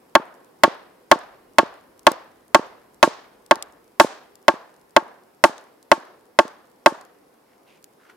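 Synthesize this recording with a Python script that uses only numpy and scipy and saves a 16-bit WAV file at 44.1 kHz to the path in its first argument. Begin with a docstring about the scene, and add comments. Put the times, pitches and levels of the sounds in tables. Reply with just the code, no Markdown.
"""Driving a stake by a camp fire

Close to the microphones, a wooden mallet drives a stake into the forest floor: fifteen blows, two a
second. Each rings the stake and overloads the input; the mallet bounces and lands again softly, and the
trees scatter the sound back. The deeper the stake, the brighter the crack and the longer the bounce.
A small fire snaps over a murmur of air, one gust passes, and a sleeve rustles after the last blow."""
import sys
import numpy as np
from scipy import signal
from scipy.io import wavfile
from scipy.ndimage import uniform_filter1d

SR = 44100
rng = np.random.default_rng(int(sys.argv[2]) if len(sys.argv) > 2 else 0)


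def file_out(sig):
    """Save sig as 16-bit WAV at sys.argv[1]."""
    # one column per channel
    cols = np.atleast_2d(sig).T
    # limit, then scale
    lim = np.clip(cols, -1, 1)
    pcm = np.round(lim * 32767).astype(np.int16)
    wavfile.write(sys.argv[1], SR, pcm)


N = 359856

# spectrum of the forest air: f/Hz, level/dB
AIR_SPECTRUM = [(18, -46.5), (30, -3.5), (505, -0.5), (622, -7.5), (709, -5.5), (897, -7.5), (1080, -7.5),
                (1170, -11.5), (2360, -20), (2550, -21.5), (3880, -25.5), (5310, -24), (6210, -28.5),
                (12300, -26.5), (15500, -32.5)]
# how alike the air is at the two microphones: f/Hz, likeness
AIR_LIKENESS = [(60, 0.96), (180, 1), (550, 0.24), (1650, 0.18), (4970, 0.17), (15000, 0.97)]
# strokes of the sleeve: t/s, length/s, level/dB, upper band edge f/Hz
SLEEVE_STROKES = [(7.451, .14, -68, 2400), (7.655, .15, -59.5, 2900), (7.984, .19, -58, 1750),
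                  (8.09, .03, -50, 1650)]
# clear snaps of the fire: t/s, level/dB, brightness f/Hz, left-right/dB
FIRE_SNAPS = [(1.1902, -33, 5170, -2), (1.9937, -33.5, 8600, 3), (2.1179, -16.5, 9650, 2),
              (3.463, -34.5, 7950, 3), (3.5567, -21, 5000, 1), (3.6251, -12.5, 5090, 1.5),
              (4.3552, -32.5, 8350, 3.5), (5.5807, -30.5, 4050, 6), (5.828, -37.5, 8990, 0),
              (6.4801, -33, 4640, 10), (7.012, -34, 5120, 3), (7.051, -40, 11100, 1.5),
              (7.8423, -27.5, 10670, -2)]
# what the trees send back of the knock: f/Hz, level/dB
KNOCK_ECHO = [(100, -50.5), (300, -26), (450, -24.5), (600, -17.5), (780, -18), (1050, -15.5), (1350, -23),
              (1700, -24.5), (2200, -35), (3000, -40), (6000, -53.5), (15000, -71)]
# what they send back of the crack: f/Hz, level/dB
CRACK_ECHO = [(600, -43.5), (1500, -28), (2700, -29), (4000, -28), (6500, -28.5), (10000, -30.5),
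              (15000, -35)]
# how long the echo lasts: f/Hz, t60/s
ECHO_T60 = [(200, 0.92), (900, 0.54), (2000, 0.66), (5000, .52), (10000, 0.3), (15000, .25)]
# how alike the echo is at the two microphones: f/Hz, likeness
ECHO_LIKENESS = [(60, 0.97), (180, 0.33), (550, 0.54), (1650, 0.42), (4970, 0.14), (15000, 0.42)]
# bending modes of the stake: f/Hz, level/dB, t60/ms before soil damping, left-right/dB,
# change from first blow to last/dB
STAKE_MODES = [(135, -6.5, 26, -1, -4), (194.3, -8.5, 59, 0.7, -2.5), (283.3, -4, 47.1, -5.5, 1),
               (305.5, 10.5, 12.2, 4.5, -2.5), (339, -1.5, 55, -8.5, 1.5), (465.8, 20, 10, -3, -1.37),
               (585.7, 14, 34.2, -3.5, 0.77), (615.1, 7, 40, 2.3, -0.35), (654.5, -0.92, 37, -9.5, 1.63),
               (740.6, 17.5, 16.2, 1.2, -0.8), (826.3, 8, 28, -3.5, 0.5), (873.4, 6.5, 46, -6.5, 0.5),
               (891, -4, 110, 5.5, 0.33), (1111.2, -5.5, 80, -3, -4.5), (1126.6, -2.54, 43.8, 1.86, -2.5),
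               (1183, 4, 24, 3.5, -1.0), (1383, -9.5, 68, -4.5, -3), (1478.7, 5, 20, 1.46, -1.1),
               (1598, -6.5, 54.3, 5.5, -0.94), (1736.6, 9.5, 27.1, -0.5, -2.5),
               (1860, 9.5, 15.1, -1.5, -1.25), (2014.3, 19.5, 12.0, -1.5, -1.44),
               (2249, 2, 16.5, -0.06, -2.5), (2556, 14, 10, -5.5, -0.9), (2750.6, 13, 10, 3.5, -2.1),
               (3238, -5, 26, -8.5, -1.25)]
# mallet blows: t/s, force/dB, crack level/dB, second touch level/dB
MALLET_BLOWS = [(.1524, -.8, -10.5, -26), (.6351, 1.3, -3.5, -17.5), (1.1142, 1.7, -6.5, -24),
                (1.584, .3, -6, -19), (2.0676, 1, -6.5, -22), (2.5461, 1.6, -7, -20),
                (3.0282, 2.3, -1, -14), (3.5105, -1.4, -12, -33.5), (3.9985, 3.8, -.5, -14.3),
                (4.4814, -.5, -10.5, -27), (4.9643, -1.2, -16, -34), (5.439, 1.7, -5.5, -28),
                (5.9158, -1, -10, -31), (6.3886, -.9, -10.5, -27), (6.8605, .5, -11, -25)]


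def draught(start_db=-55, fade_db_per_s=.25, gust_db=8, band_hz=(15, 52)):
    """Moving air buffets the microphones, far down in the bass; one gust rises, holds and falls."""
    t = np.arange(N) / SR
    gust = np.interp(t, [.95, 1.25, 3.7, 4.3], [0, 1, 1, 0])
    buffets = filtered(rng.standard_normal(N) + .5 * rng.standard_normal((2, N)), band_hz, "band")
    return gain_of(start_db - fade_db_per_s * t + gust_db * gust) * evened(buffets)


def air(start_db=-54.4, fade_db_per_s=.22, patchy_db=1.0):
    """All around, a low murmur of moving air with drifting patches and a faint hiss, slowly calming."""
    def field_db(hz, t):
        patches = uniform_filter1d(rng.standard_normal((len(hz), len(t))), size=12, axis=0)
        drifting = evened(uniform_filter1d(patches, size=10, axis=1))
        return read(AIR_SPECTRUM, hz) + patchy_db * drifting
    level_db = start_db - fade_db_per_s * np.arange(N) / SR
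    return gain_of(level_db) * evened(noise_pair(N, AIR_LIKENESS, field_db, size=2048))


def sleeve(grain_db=3):
    """Cloth slides in short, grainy strokes as the mallet is lowered."""
    out = np.zeros((2, N))
    for s, length, db, hz in SLEEVE_STROKES:
        progress = np.linspace(0, 1, round(length * SR))
        roughness = evened(uniform_filter1d(rng.standard_normal(len(progress)), size=150))
        rub = rng.standard_normal(len(progress)) + .55 * rng.standard_normal((2, len(progress)))
        rustle = filtered(rub * gain_of(grain_db * roughness), [hz * .72, hz], "band", order=1)
        add(out, s, gain_of(db) * np.sin(np.pi * progress ** .78) * evened(rustle))
    return out


def snap(brightness_hz, t60=.0076, scatter_db=-24, scatter_t60=.03):
    """A pocket of gas bursts in the firewood: a broad, dry tick and its scatter off logs and stones."""
    t = np.arange(SR // 20) / SR
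    decay = gain_of(-60 * t / t60) + gain_of(scatter_db - 60 * t / scatter_t60)
    burst = decay * (rng.standard_normal(len(t)) + 1.7 * rng.standard_normal((2, len(t))))
    top_hz = min(1.2 * brightness_hz + 2000, 12000)
    tick = filtered(filtered(burst, 4400, "high"), top_hz, "low")
    return 3.5 * tick / np.linalg.norm(tick)  # peaks near 1


def fire(ticks_per_s=16, faintest_db=-55, spread_db=13):
    """The small fire nearby: a few clear snaps among many faint ticks at random moments."""
    out = np.zeros((2, N))
    for s, db, hz, pan_db in FIRE_SNAPS:
        add(out, s, gain_of(db) * panned(pan_db) * snap(hz))
    for when, size, pitch in rng.random((round(ticks_per_s * N / SR), 3)):
        add(out, when * N / SR, gain_of(faintest_db + spread_db * size ** 2) * snap(6000 + 5000 * pitch))
    return out


def forest_echo(echo_db, crack_db, top_hz, build_s=.014, uneven_db=1.23):
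    """Trunks farther off blur the knock and crack; their echoes build, then die away, treble first."""
    def field_db(hz, t):
        knock = gain_of(read(KNOCK_ECHO, hz) + echo_db)
        splinter = gain_of(read(CRACK_ECHO, hz) + crack_db) / np.hypot(1, (hz / top_hz) ** 3)
        # the trunks stand at uneven distances, so their echoes come in clumps
        clumps = evened(uniform_filter1d(rng.standard_normal(len(t)), size=4))
        return 20 * np.log10(np.hypot(knock, splinter)) - 60 * t / read(ECHO_T60, hz) + uneven_db * clumps
    t = np.arange(SR * 3 // 4) / SR
    build_up = 1 - np.exp(-(t / build_s) ** 2)
    return build_up * noise_pair(len(t), ECHO_LIKENESS, field_db, size=512)


def second_touch(ring, touch_db, low_hz=190, soft_hz=850, damped_t60=.022):
    """The mallet lands again slowly and stays on the stake: a damped thud, the softer the duller."""
    t = np.arange(ring.shape[1]) / SR
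    top_hz = soft_hz * gain_of(touch_db / 4)
    thud = filtered(ring * gain_of(-60 * t / damped_t60), low_hz, "high")
    return gain_of(touch_db) * filtered(thud, top_hz, "low", order=3)


def crack(top_hz, trim_db=-17, low_hz=1800, t60=.13):
    """Fibres crush where the mallet meets the end grain: a short bright burst."""
    t = np.arange(SR // 8) / SR
    grains = rng.standard_normal(len(t)) + .6 * rng.standard_normal((2, len(t)))
    burst = filtered(grains * gain_of(trim_db - 60 * t / t60), low_hz, "high")
    return filtered(burst, top_hz, "low")


def stake_ring(depth, scatter_db=.87, rise_ms=.537, soil_t60_ms=300):
    """The struck stake rings in its bending modes, and the soil damps each a little more."""
    ms = np.arange(SR // 8) * 1000 / SR
    ring = np.zeros((2, len(ms)))
    for hz, db, t60_ms, pan_db, change_db in STAKE_MODES:
        # the mallet never lands on quite the same spot, which matters most to the high modes
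        level_db = db + change_db * depth + scatter_db * rng.standard_normal() * hz / 2000
        # bending waves are dispersive: low modes arrive late, so the knock sweeps downward
        age_ms = np.maximum(ms - .943 * (np.sqrt(1000 / hz) - .5), 0)
        envelope = gain_of(level_db - 60 * age_ms / t60_ms) * (1 - np.exp(-age_ms / rise_ms))
        ring -= panned(pan_db) * envelope * np.sin(2 * np.pi * hz * age_ms / 1000)
    ring *= gain_of(-60 * ms / soil_t60_ms)
    echoed = ring.copy()
    add(echoed, .00266, .225 * ring)  # the trunk alongside throws back one close echo
    return echoed


def mallet():
    """Close up, each blow rings and cracks the stake; the mallet drops back and the forest answers."""
    out = np.zeros((2, N))
    depths = np.linspace(-.5, .5, len(MALLET_BLOWS))  # the stake sinks; 0 is halfway
    for depth, (s, force_db, crack_db, touch_db) in zip(depths, MALLET_BLOWS):
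        # a firmer stake and a harder blow crack brighter
        top_hz = 5500 * 2 ** (1.2 * depth + .18 * force_db)
        # a firmer stake throws the mallet higher; a hard swing follows through
        bounce_s = .0524 + .0189 * depth - .0019 * force_db
        # the echo follows the force and fades as less of the stake stands free
        echo_db = -.7 - 1.4 * depth + .8 * force_db
        ring = stake_ring(depth)
        add(out, s, gain_of(force_db) * ring + gain_of(crack_db) * crack(top_hz))
        add(out, s + bounce_s, second_touch(ring, touch_db))
        add(out, s, forest_echo(echo_db, crack_db, top_hz))
    # the sound reaches the right microphone a moment after the left
    return np.array([out[0], np.roll(out[1], 1)])


def scene():
    """A microphone pair in the forest: air all around, sleeve and fire nearby, the stake up close."""
    return draught() + air() + sleeve() + fire() + mallet()


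def record(dry, overload=.95, wind_filter_hz=230, edge_hz=15950):
    """The input overloads, the wind filter tilts the flat tops, and peaks clip again at full scale."""
    overloaded = np.clip(dry, -overload, overload)
    clipped = np.clip(filtered(overloaded, wind_filter_hz, "high"), -1, 1)
    treble_cut = signal.firwin(511, edge_hz, window=("kaiser", 7), fs=SR)
    return signal.oaconvolve(clipped, treble_cut[None], "same")


def gain_of(db):
    """Decibels to a factor."""
    return 10 ** (np.asarray(db) / 20)


def evened(x):
    """Scales to an rms of 1."""
    return x / np.sqrt(np.mean(x ** 2) + 1e-20)


def read(points, hz):
    """Reads a table along a log-frequency axis."""
    f, value = np.transpose(points)
    return np.interp(np.log(hz + 1), np.log(f), value)


def add(mix, s, sound):
    """Adds a sound to both channels at time s."""
    part = mix[:, max(round(s * SR), 0):][:, :sound.shape[-1]]
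    part += sound[..., :part.shape[1]]


def panned(pan_db):
    """Left and right gains for a level difference."""
    return gain_of(np.array([[pan_db], [-pan_db]]) / 2)


def filtered(x, hz, kind, order=2):
    """Butterworth filter."""
    sections = signal.butter(order, np.minimum(hz, SR / 2 - 1000), kind, fs=SR, output="sos")
    return signal.sosfilt(sections, x)


def noise_pair(length, likeness, field_db, size):
    """Partly alike left and right noise, shaped by a dB field over frequency and time."""
    frames = dict(fs=SR, nperseg=size, noverlap=size * 3 // 4)
    hz, t, (left, other) = signal.stft(rng.standard_normal((2, length)), **frames)
    same = np.clip(read(likeness, hz), -1, 1)[:, None]
    right = same * left + np.sqrt(1 - same ** 2) * other
    shaped = np.array([left, right]) * gain_of(field_db(hz[:, None], t))
    return signal.istft(shaped, **frames)[1][:, :length]


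dry = scene()
out = record(dry)
file_out(out)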